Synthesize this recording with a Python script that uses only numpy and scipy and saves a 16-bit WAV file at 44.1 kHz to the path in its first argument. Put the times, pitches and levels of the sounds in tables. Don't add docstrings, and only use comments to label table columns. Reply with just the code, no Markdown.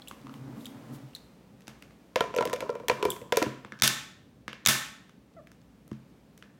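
import sys
import numpy as np
from scipy import signal
from scipy.fft import rfft, irfft
from scipy.io import wavfile
from scipy.ndimage import uniform_filter1d, minimum_filter1d

SR = 44100
rng = np.random.default_rng(int(sys.argv[2]) if len(sys.argv) > 2 else 0)


def transcribe(signal):
    frames = np.atleast_2d(signal).T
    limited = np.clip(frames, -1, 1)
    pcm = np.round(limited * 32767).astype(np.int16)
    wavfile.write(sys.argv[1], SR, pcm)


N = 290883

# pitch in Hz, level in dB, time to fall by 60 dB in seconds.
TABLE_MODES = [(131.9, -6.5, 0.37), (216.5, -1.5, 0.24), (272, 4, 0.037), (330, -5, 0.091)]
# time in seconds, push in dB, upper boom over low boom in dB.
CHAIR_PUSHES = [(0, -61, 8), (.07, -72, -12), (.24, -57.5, 12), (.3, -50, 0), (.44, -49, -5),
                (.5, -45.5, 4), (.58, -45, 8), (.65, -56.5, 8), (.73, -45.5, 7), (.86, -48.5, -11.5),
                (.925, -43, 0.5), (1.1, -62, -11.5), (1.2, -70, 3)]


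def undb(db):
    return 10 ** (np.asarray(db) / 20)


def unit(x):
    return x / np.sqrt(np.mean(x ** 2))


def band(x, lo_hz, hi_hz):
    return signal.sosfilt(signal.butter(2, [lo_hz, hi_hz], "band", fs=SR, output="sos"), x)


def fade(t, t60):
    return np.exp(-np.log(1000) * t / t60)


def ring(x, modes):
    out = 0
    for hz, db, t60 in modes:
        pole = np.exp((2j * np.pi * hz - np.log(1000) / t60) / SR)
        out = out + undb(db) * signal.lfilter([1], [1, -pole], x).imag
    return out


def curve(table, column):
    rows = np.array(table)
    db = np.interp(np.arange(N) / SR, rows[:, 0], rows[:, column], left=-200, right=-200)
    return undb(db)


def add(out, s, sound):
    i = int(s * SR)
    out[i:i + len(sound)] += sound[:N - i]


def walk(rate):
    k = int(SR / rate)
    steps = np.repeat(rng.standard_normal(N // k + 1), k)
    return 0.78 * uniform_filter1d(uniform_filter1d(steps, k), k)[:N]


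def crack(levels_db, seconds):
    # lower edge in Hz, upper edge in Hz.
    crack_bands = [(1200, 3000), (3000, 7000), (7000, 16000)]
    t, noise = np.arange(2048) / SR, rng.standard_normal((3, 2048))
    close = even = 0
    for k, ((lo, hi), db) in enumerate(zip(crack_bands, levels_db)):
        length = seconds * 0.88 ** k
        shape = np.exp(-(t / length) ** 2) + 2.2 * fade(t, .004) + 0.45 * fade(t, 10 * length)
        burst = band(noise[k] * shape, lo, hi)
        close = close + undb(db) * burst / np.abs(burst).max()
        click = unit(band(t == 0, lo, hi)) * np.sqrt(length * SR / 8192)
        even = even + (-1) ** k * undb(db) * click
    return close, even


def tilted(db, tilt_db):
    return [db, db + tilt_db, db + 2 * tilt_db]


def push(seconds):
    shape = np.zeros(8192)
    n = max(int(seconds * SR), 2)
    shape[:n] = np.sin(np.pi * (np.arange(n) + .5) / n)
    return shape / shape.sum()


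def swell(modes):
    return ring(push(0), modes)[:2048] * (1 - fade(np.arange(2048) / SR, 0.004))


def cluster(hz, db, width, t60):
    spread = rng.standard_normal((5, 2))
    return [(hz * (1 + width * a), db + 3.7 * b, t60) for a, b in spread]


def air():
    # pitch in Hz, relative level in dB per Hz.
    air_colour = [(15, -43.5), (25, -45.5), (48, -30), (103, -2.5), (197, 2), (304, -3.5), (330, -10),
                  (553, -16), (669, -23.5), (746, -23.5), (952, -28.5), (1600, -34), (2400, -36),
                  (11900, -49.5), (16500, -48.5)]
    # time in seconds, level between 4300 and 12000 Hz in dB before the flicker.
    hiss_level = [(0, -69.5), (1, -69), (1.4, -74.5), (2.1, -74.5), (3.7, -75.5), (4.4, -79.5), (5.3, -78),
                  (6.6, -76.5)]
    low_noise_db = -57.5
    hum_hz, hum_db = 60.1, -68.5
    hz = np.maximum(np.arange(N // 2 + 1) * SR / N, 1)
    colour = np.array(air_colour)
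    shape = undb(np.interp(np.log(hz), np.log(colour[:, 0]), colour[:, 1]))
    low, high = (unit(irfft(rfft(rng.standard_normal(N)) * shape, N)) for _ in range(2))
    rumble = undb(low_noise_db) * signal.sosfilt(signal.butter(2, 700, fs=SR, output="sos"), low)
    hiss = signal.sosfilt(signal.butter(2, 700, "high", fs=SR, output="sos"), high)
    hiss *= curve(hiss_level, 1) / np.std(band(hiss, 4300, 12000))
    hum = undb(hum_db) * unit(band(rng.standard_normal(N), hum_hz - 6, hum_hz + 6))
    return undb(2.3 * walk(12)) * rumble + undb(1. * walk(6.8)) * hiss + hum


def chair():
    # pitch in Hz, half-width in Hz.
    chair_booms = [(130, 9.2), (250, 30)]
    scrape_db = -11
    jolts = (rng.random(N) < 250 / SR) * undb(1.1 * rng.standard_normal(N))
    lean = np.sqrt(curve(CHAIR_PUSHES, 2) + 1e-9)
    out = undb(scrape_db) * unit(band(jolts + 0.67 * rng.standard_normal(N), 260, 1170))
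    for (hz, width), share in zip(chair_booms, (1 / lean, lean)):
        out += share * unit(band(jolts, hz - width, hz + width))
    return curve(CHAIR_PUSHES, 1) * out


def cloth():
    # middle in seconds, level in dB, half-length in seconds.
    brushes = [(0.348, -68, 0.037), (0.643, -62, 0.068), (0.947, -59, 0.026)]
    rustle_db = -35
    rustle = undb(2.5 * walk(61.7)) * band(rng.standard_normal(N), 2300, 19000)
    t = np.arange(N) / SR
    level = undb(rustle_db) * curve(CHAIR_PUSHES, 1)
    for s, db, half in brushes:
        level += undb(db) * np.exp(-((t - s) / half) ** 2)
    return level * unit(rustle)


def ticks():
    # start in seconds, ring level in dB, ring pitch in Hz, treble over the ring in dB.
    tick_rows = [(.019, -45, 3940, -6), (0.0744, -42.5, 2920, -1), (0.083, -41, 3430, 12.5),
                 (0.6076, -56, 3800, 0), (0.6563, -37.5, 3410, 5.5), (1.134, -56.5, 2830, -12),
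                 (1.1501, -34.5, 3960, 0), (1.167, -52, 3770, -1), (3.1031, -34, 3440, 18.5),
                 (3.1178, -38.5, 3230, -4)]
    # pitch in Hz, level in dB, time to fall by 60 dB in seconds.
    strand_modes = [(7650, -5.5, .03), (8870, -12.5, 0.03), (10200, -7.5, 0.025), (13440, -3, 0.02)]
    room_db = -38
    out, far = np.zeros((2, N))
    for s, db, hz, treble_db in tick_rows:
        close, even = crack([db - 23.5, db - 11, db + treble_db - 4], 0.0056)
        tone = swell(cluster(hz, db, 0.048, 0.025))
        tone = tone + undb(db + treble_db - 5.5) * swell(strand_modes)
        add(out, s, close + tone)
        add(far, s, undb(room_db) * (even + tone))
    return out, far


def clicks():
    # start in seconds, crack in dB, its tilt in dB per band, ring pitch in Hz, ring level in dB.
    click_rows = [(0.112, -34.5, -9, 1340, -37), (0.269, -44.5, -8, 1060, -47),
                  (0.2947, -46, -12, 1330, -47), (0.3402, -41.5, -4, 1280, -48.5),
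                  (1.607, -53, 0, 1350, -72), (1.6797, -32.5, -3, 654, -39.5),
                  (1.8236, -40.5, -3, 2750, -50), (1.9077, -51, -10, 1360, -55),
                  (3.6483, -33.5, -17.5, 980, -39.5), (3.7217, -31, -15, 1870, -31),
                  (4.48, -22, -11.5, 1220, -41.5), (4.5304, -28.5, -11.5, 1442, -39),
                  (5.0945, -49, -5, 1210, -53), (5.4717, -46.5, -5.5, 2180, -50),
                  (5.5167, -47.5, -2.5, 1180, -60), (5.8782, -64.5, 8, 1305, -60),
                  (5.9151, -42, -7, 1018, -50), (5.9303, -48, -4, 2540, -61), (6.3774, -50, 2.5, 3350, -61),
                  (6.425, -37.5, -11.5, 2154, -45.5)]
    room_db = -38
    body_hz, body_db = 503, -25
    out, far = np.zeros((2, N))
    for s, db, tilt_db, hz, ring_db in click_rows:
        close, even = crack(tilted(db, tilt_db), 0.0034)
        knock = (body_hz, db - tilt_db + body_db, .03)
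        tone = swell(cluster(hz, ring_db, 0.14, .011) + [knock])
        add(out, s, close + tone)
        add(far, s, undb(room_db) * (even + tone))
    return out, far


def thuds():
    # start in seconds, level in dB, contact time in seconds.
    thud_rows = [(0.1128, -48, 0.00067), (0.272, -54, .001), (1.682, -46, 0.00034), (2.802, -48, 0.0017),
                 (2.916, -33, 0.0042), (3.22, -41, 0.0044), (3.466, -26.5, 0.0041), (3.652, -48.5, .001),
                 (3.726, -46, .001), (4.482, -43, 0.0011), (5.9171, -32.5, .001)]
    table = np.zeros(N)
    for s, db, contact in thud_rows:
        add(table, s, undb(db) * push(max(contact, .0003)))
    return ring(table, TABLE_MODES)


def short_clicks():
    # start in seconds, level in dB.
    burst_rows = [(.215, -53), (0.647, -43.5), (0.666, -35), (1.162, -37), (1.62, -51), (1.671, -41.5),
                  (2.349, -35), (2.378, -28), (2.537, -22.5), (2.702, -35), (3.359, -32), (3.772, -60),
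                  (3.79, -42.5), (3.799, -35.5), (3.811, -41), (4.652, -25.5), (4.654, -31.5),
                  (5.338, -60.5), (5.616, -56), (6.44, -66)]
    out = np.zeros(N)
    for s, db in burst_rows:
        add(out, s, crack([db - 6.5, db, db - 22], 0.0027)[0])
    return out


def boom(db, hz, contact):
    # multiple of the hollow pitch, level in dB, time to fall by 60 dB in seconds.
    hollow_modes = [(1, 6.5, 0.055), (1.17, 2.5, 0.084), (.85, -15, 0.037)]
    t = np.arange(8192) / SR
    touches = (1 + 0.28 * rng.standard_normal(8192)) * np.sin(2 * np.pi * hz * t)
    touches *= np.exp(-(t / (2 * contact)) ** 4)
    sound = ring(touches, [(hz * k, d, t60) for k, d, t60 in hollow_modes])
    return undb(db) * sound / np.abs(sound).max()


def lid():
    # start in seconds, crack in dB, its tilt in dB per band, hollow in dB,
    # hollow pitch in Hz, ring of the lid plate over the crack in dB.
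    knocks = [(2.1587, -12, -9, -17, 522, -8.5), (2.2071, -16.5, -7, -19.5, 470, 1.5),
              (2.239, -34, -8, -38, 537, 5), (2.34, -33, -11, -28, 530, 6),
              (2.3631, -26, -2, -18.5, 504, -7.5), (2.3853, -20, -14, -16.5, 479, -2.5),
              (2.4083, -26.5, -7, -24, 480, 4.5), (2.4246, -24, -9.5, -25, 640, 1.5),
              (2.4531, -24.5, -3, -23.5, 504, -5), (2.474, -27, -8, -31, 330, -10.5),
              (2.4974, -30.5, -5.5, -58, 474, -7), (2.5308, -23, -3, -20.5, 502, 0),
              (2.5608, -31.5, -7, -33, 570, -5), (2.6057, -24.5, -5, -35, 552, -7),
              (2.6229, -37, -7, -25, 530, 7), (2.6929, -33.5, -10, -19.5, 481, 4.5),
              (2.753, -33.5, -9.5, -27, 480, -0.5), (2.799, -44, -8, -35.5, 476, 5),
              (2.8338, -54, -12, -36.5, 508, 8), (2.8834, -18, -1, -28, 440, -13),
              (2.8976, -12.5, -14.5, -16.5, 501, -2.5), (2.9145, -30, -6, -34.5, 427, 5.5),
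              (3.0268, -21, -5.5, -19, 429, -10.5), (3.0519, -22.5, -2.5, -15.5, 426, 3),
              (3.1632, -36.5, -6.5, -48, 386.4, -2.5), (3.2155, -42.5, -13.5, -35, 480, -9.5),
              (3.323, -14.5, -6.5, -17.5, 492, -5.5), (3.3708, -12.5, -1.5, -13.5, 460, -4.5),
              (3.4176, -26, -9.5, -18.5, 330, 7.5), (3.4259, -15.5, -5.5, -22, 512, -7),
              (3.463, -38, -11, -25, 330, 8)]
    # time in seconds, level in dB.
    slide = [(2.165, -50), (2.206, -46), (2.326, -48), (2.368, -37.5), (2.762, -48.5), (2.944, -63),
             (3.026, -33), (3.17, -47.5), (3.328, -59.5), (3.6, -56)]
    # pitch in Hz, level in dB, time to fall by 60 dB in seconds.
    plate_modes = [(970, -0.5, 0.03), (999, -19, 0.19), (715, -7, 0.042), (1362, -13.5, 0.075),
                   (1850, -25.5, 0.14)]
    glass_modes = [(2363, -9.5, 0.24), (1455, -20, .15)]
    settle_s = .003
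    glass_db, table_db = -15, -34.5
    out, far, glass, table = np.zeros((4, N))
    for s, db, tilt_db, hollow_db, hz, ring_db in knocks:
        close, even = crack(tilted(db, tilt_db), 0.0045)
        add(out, s, close)
        add(far, s, undb(-42.5) * even)
        body = boom(hollow_db, hz, settle_s)
        spread = rng.standard_normal((len(plate_modes), 2))
        modes = [(f * (1 + 0.007 * a), d + 3 * b, t60) for (f, d, t60), (a, b) in zip(plate_modes, spread)]
        body += undb(db + ring_db) * ring(push(0.00015), modes)
        add(out, s + 0.001, body)
        add(far, s, undb(-44.5) * body)
        add(glass, s, undb(db + ring_db + glass_db) * push(0))
        add(table, s + 0.0016, undb(hollow_db + table_db) * push(0.0042))
    grains = (rng.random(N) < 300 / SR) * undb(4.3 * rng.standard_normal(N)) * rng.choice([-1, 1], N)
    chatter = ring(grains, [(480, 1.0, 0.0073), (415, -6.5, 0.066), (570, -15.5, 0.013), (999, 0.5, 0.03)])
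    out += curve(slide, 1) * (unit(chatter) + undb(-23) * unit(band(grains, 1200, 5600)))
    return out + ring(glass, glass_modes) + ring(table, TABLE_MODES), far


def snaps():
    # start in seconds, 1.2-3 kHz in dB, 3-7 kHz in dB, 7-16 kHz in dB, table in dB, room share in dB.
    snap_rows = [(3.8213, -3.5, 2.5, 0, -22.5, -35), (3.8765, -15, -10, -10, -41.5, -44),
                 (4.6612, -11, -6.5, -15, -34, -40.5), (4.672, -0.5, 2, 4, -21.5, -36)]
    # pitch in Hz, level in dB, time to fall by 60 dB in seconds.
    clip_modes = [(895, -33, 0.023), (1850, -14, 0.02), (3610, -4, 0.014), (6930, -15.5, 0.0065),
                  (10440, -0.5, 0.0026), (13710, -4.5, 0.0019)]
    out, far, table = np.zeros((3, N))
    for s, low, mid, high, table_db, wet_db in snap_rows:
        close, even = crack([low, mid, high], 0.0034)
        add(out, s, close)
        flap = undb(low) * ring(push(0), clip_modes[:2])
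        flap = flap + undb(mid) * ring(push(0), clip_modes[2:4])
        flap = flap + undb(high) * ring(push(0), clip_modes[4:])
        flap = flap[:2048]
        add(out, s, undb(-4) * flap)
        add(far, s, undb(wet_db) * flap)
        add(far, s + .004, undb(wet_db - 3.5) * even)
        add(table, s + 0.0032, undb(table_db) * push(0.0035))
    return out + ring(table, TABLE_MODES), far


def squeak():
    overtones_db = [0.5, -8.5, -18]
    start_s, length_s, level_db = 5.366, .038, -51
    first_hz, slack_hz, slack_s = 672, 566, .023
    t = np.arange(N) / SR - start_s
    hz = slack_hz + (first_hz - slack_hz) / (1 + np.exp(np.clip((t - slack_s) / 0.0042, -20, 20)))
    phase = 2 * np.pi * np.cumsum(hz * (1 + 0.024 * walk(300))) / SR
    tone = sum(undb(db) * np.sin((k + 1) * phase) for k, db in enumerate(overtones_db))
    gate = uniform_filter1d(1. * ((t > 0) & (t < length_s)), 150)
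    return np.sqrt(2) * undb(level_db) * gate * tone


def room(x):
    # band centre in Hz, time to fall by 60 dB in seconds, level in dB.
    room_bands = [(180, 0.73, 4.5), (352, 0.39, 3.5), (736, 0.57, -1), (1400, 0.57, -1.5),
                  (2800, 0.56, -7.5), (5600, 0.47, -6.5), (10900, 0.37, -7.5)]
    gap_s, near_db = 0.0088, -17
    early_db, early_t60_s = -1, 0.061
    t = np.arange(SR) / SR
    tail = 0
    for hz, t60, db in room_bands:
        noise = band(rng.standard_normal(SR), hz / np.sqrt(2), hz * np.sqrt(2))
        tail = tail + undb(db) * fade(t, t60) * noise
    late = np.maximum(t - gap_s, 0)
    walls = (1 - np.exp(-late / 0.00035)) * (1 + undb(early_db) * fade(late, early_t60_s))
    grain = undb(0.6 * walk(500)[:SR] * fade(t, 0.65))
    return signal.fftconvolve(x, tail * grain * (undb(near_db) + walls))[:N]


def scene():
    tick, tick_far = ticks()
    click, click_far = clicks()
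    plastic, plastic_far = lid()
    snap, snap_far = snaps()
    squeal = squeak()
    echoes = room(tick_far + click_far + plastic_far + snap_far + undb(-41.5) * squeal)
    hits = tick + click + thuds() + short_clicks() + plastic + snap + echoes
    hits = signal.sosfilt(signal.butter(3, 80, "high", fs=SR, output="sos"), hits)
    return (hits + squeal + chair() + cloth() + air())[None]


def record(dry):
    limit_db, hold_s, ramp_s, top_hz = -3., .01, .002, 16200
    want_db = np.minimum(limit_db - 20 * np.log10(np.abs(dry) + 1e-9), 0)
    hold, ramp = int(hold_s * SR), int(ramp_s * SR)
    held = minimum_filter1d(want_db, hold + ramp, origin=(hold - ramp) // 2)
    loud = dry * undb(uniform_filter1d(held, ramp))
    return signal.sosfilt(signal.ellip(10, .2, 70, top_hz, fs=SR, output="sos"), loud)


dry = scene()
out = record(dry)
transcribe(out)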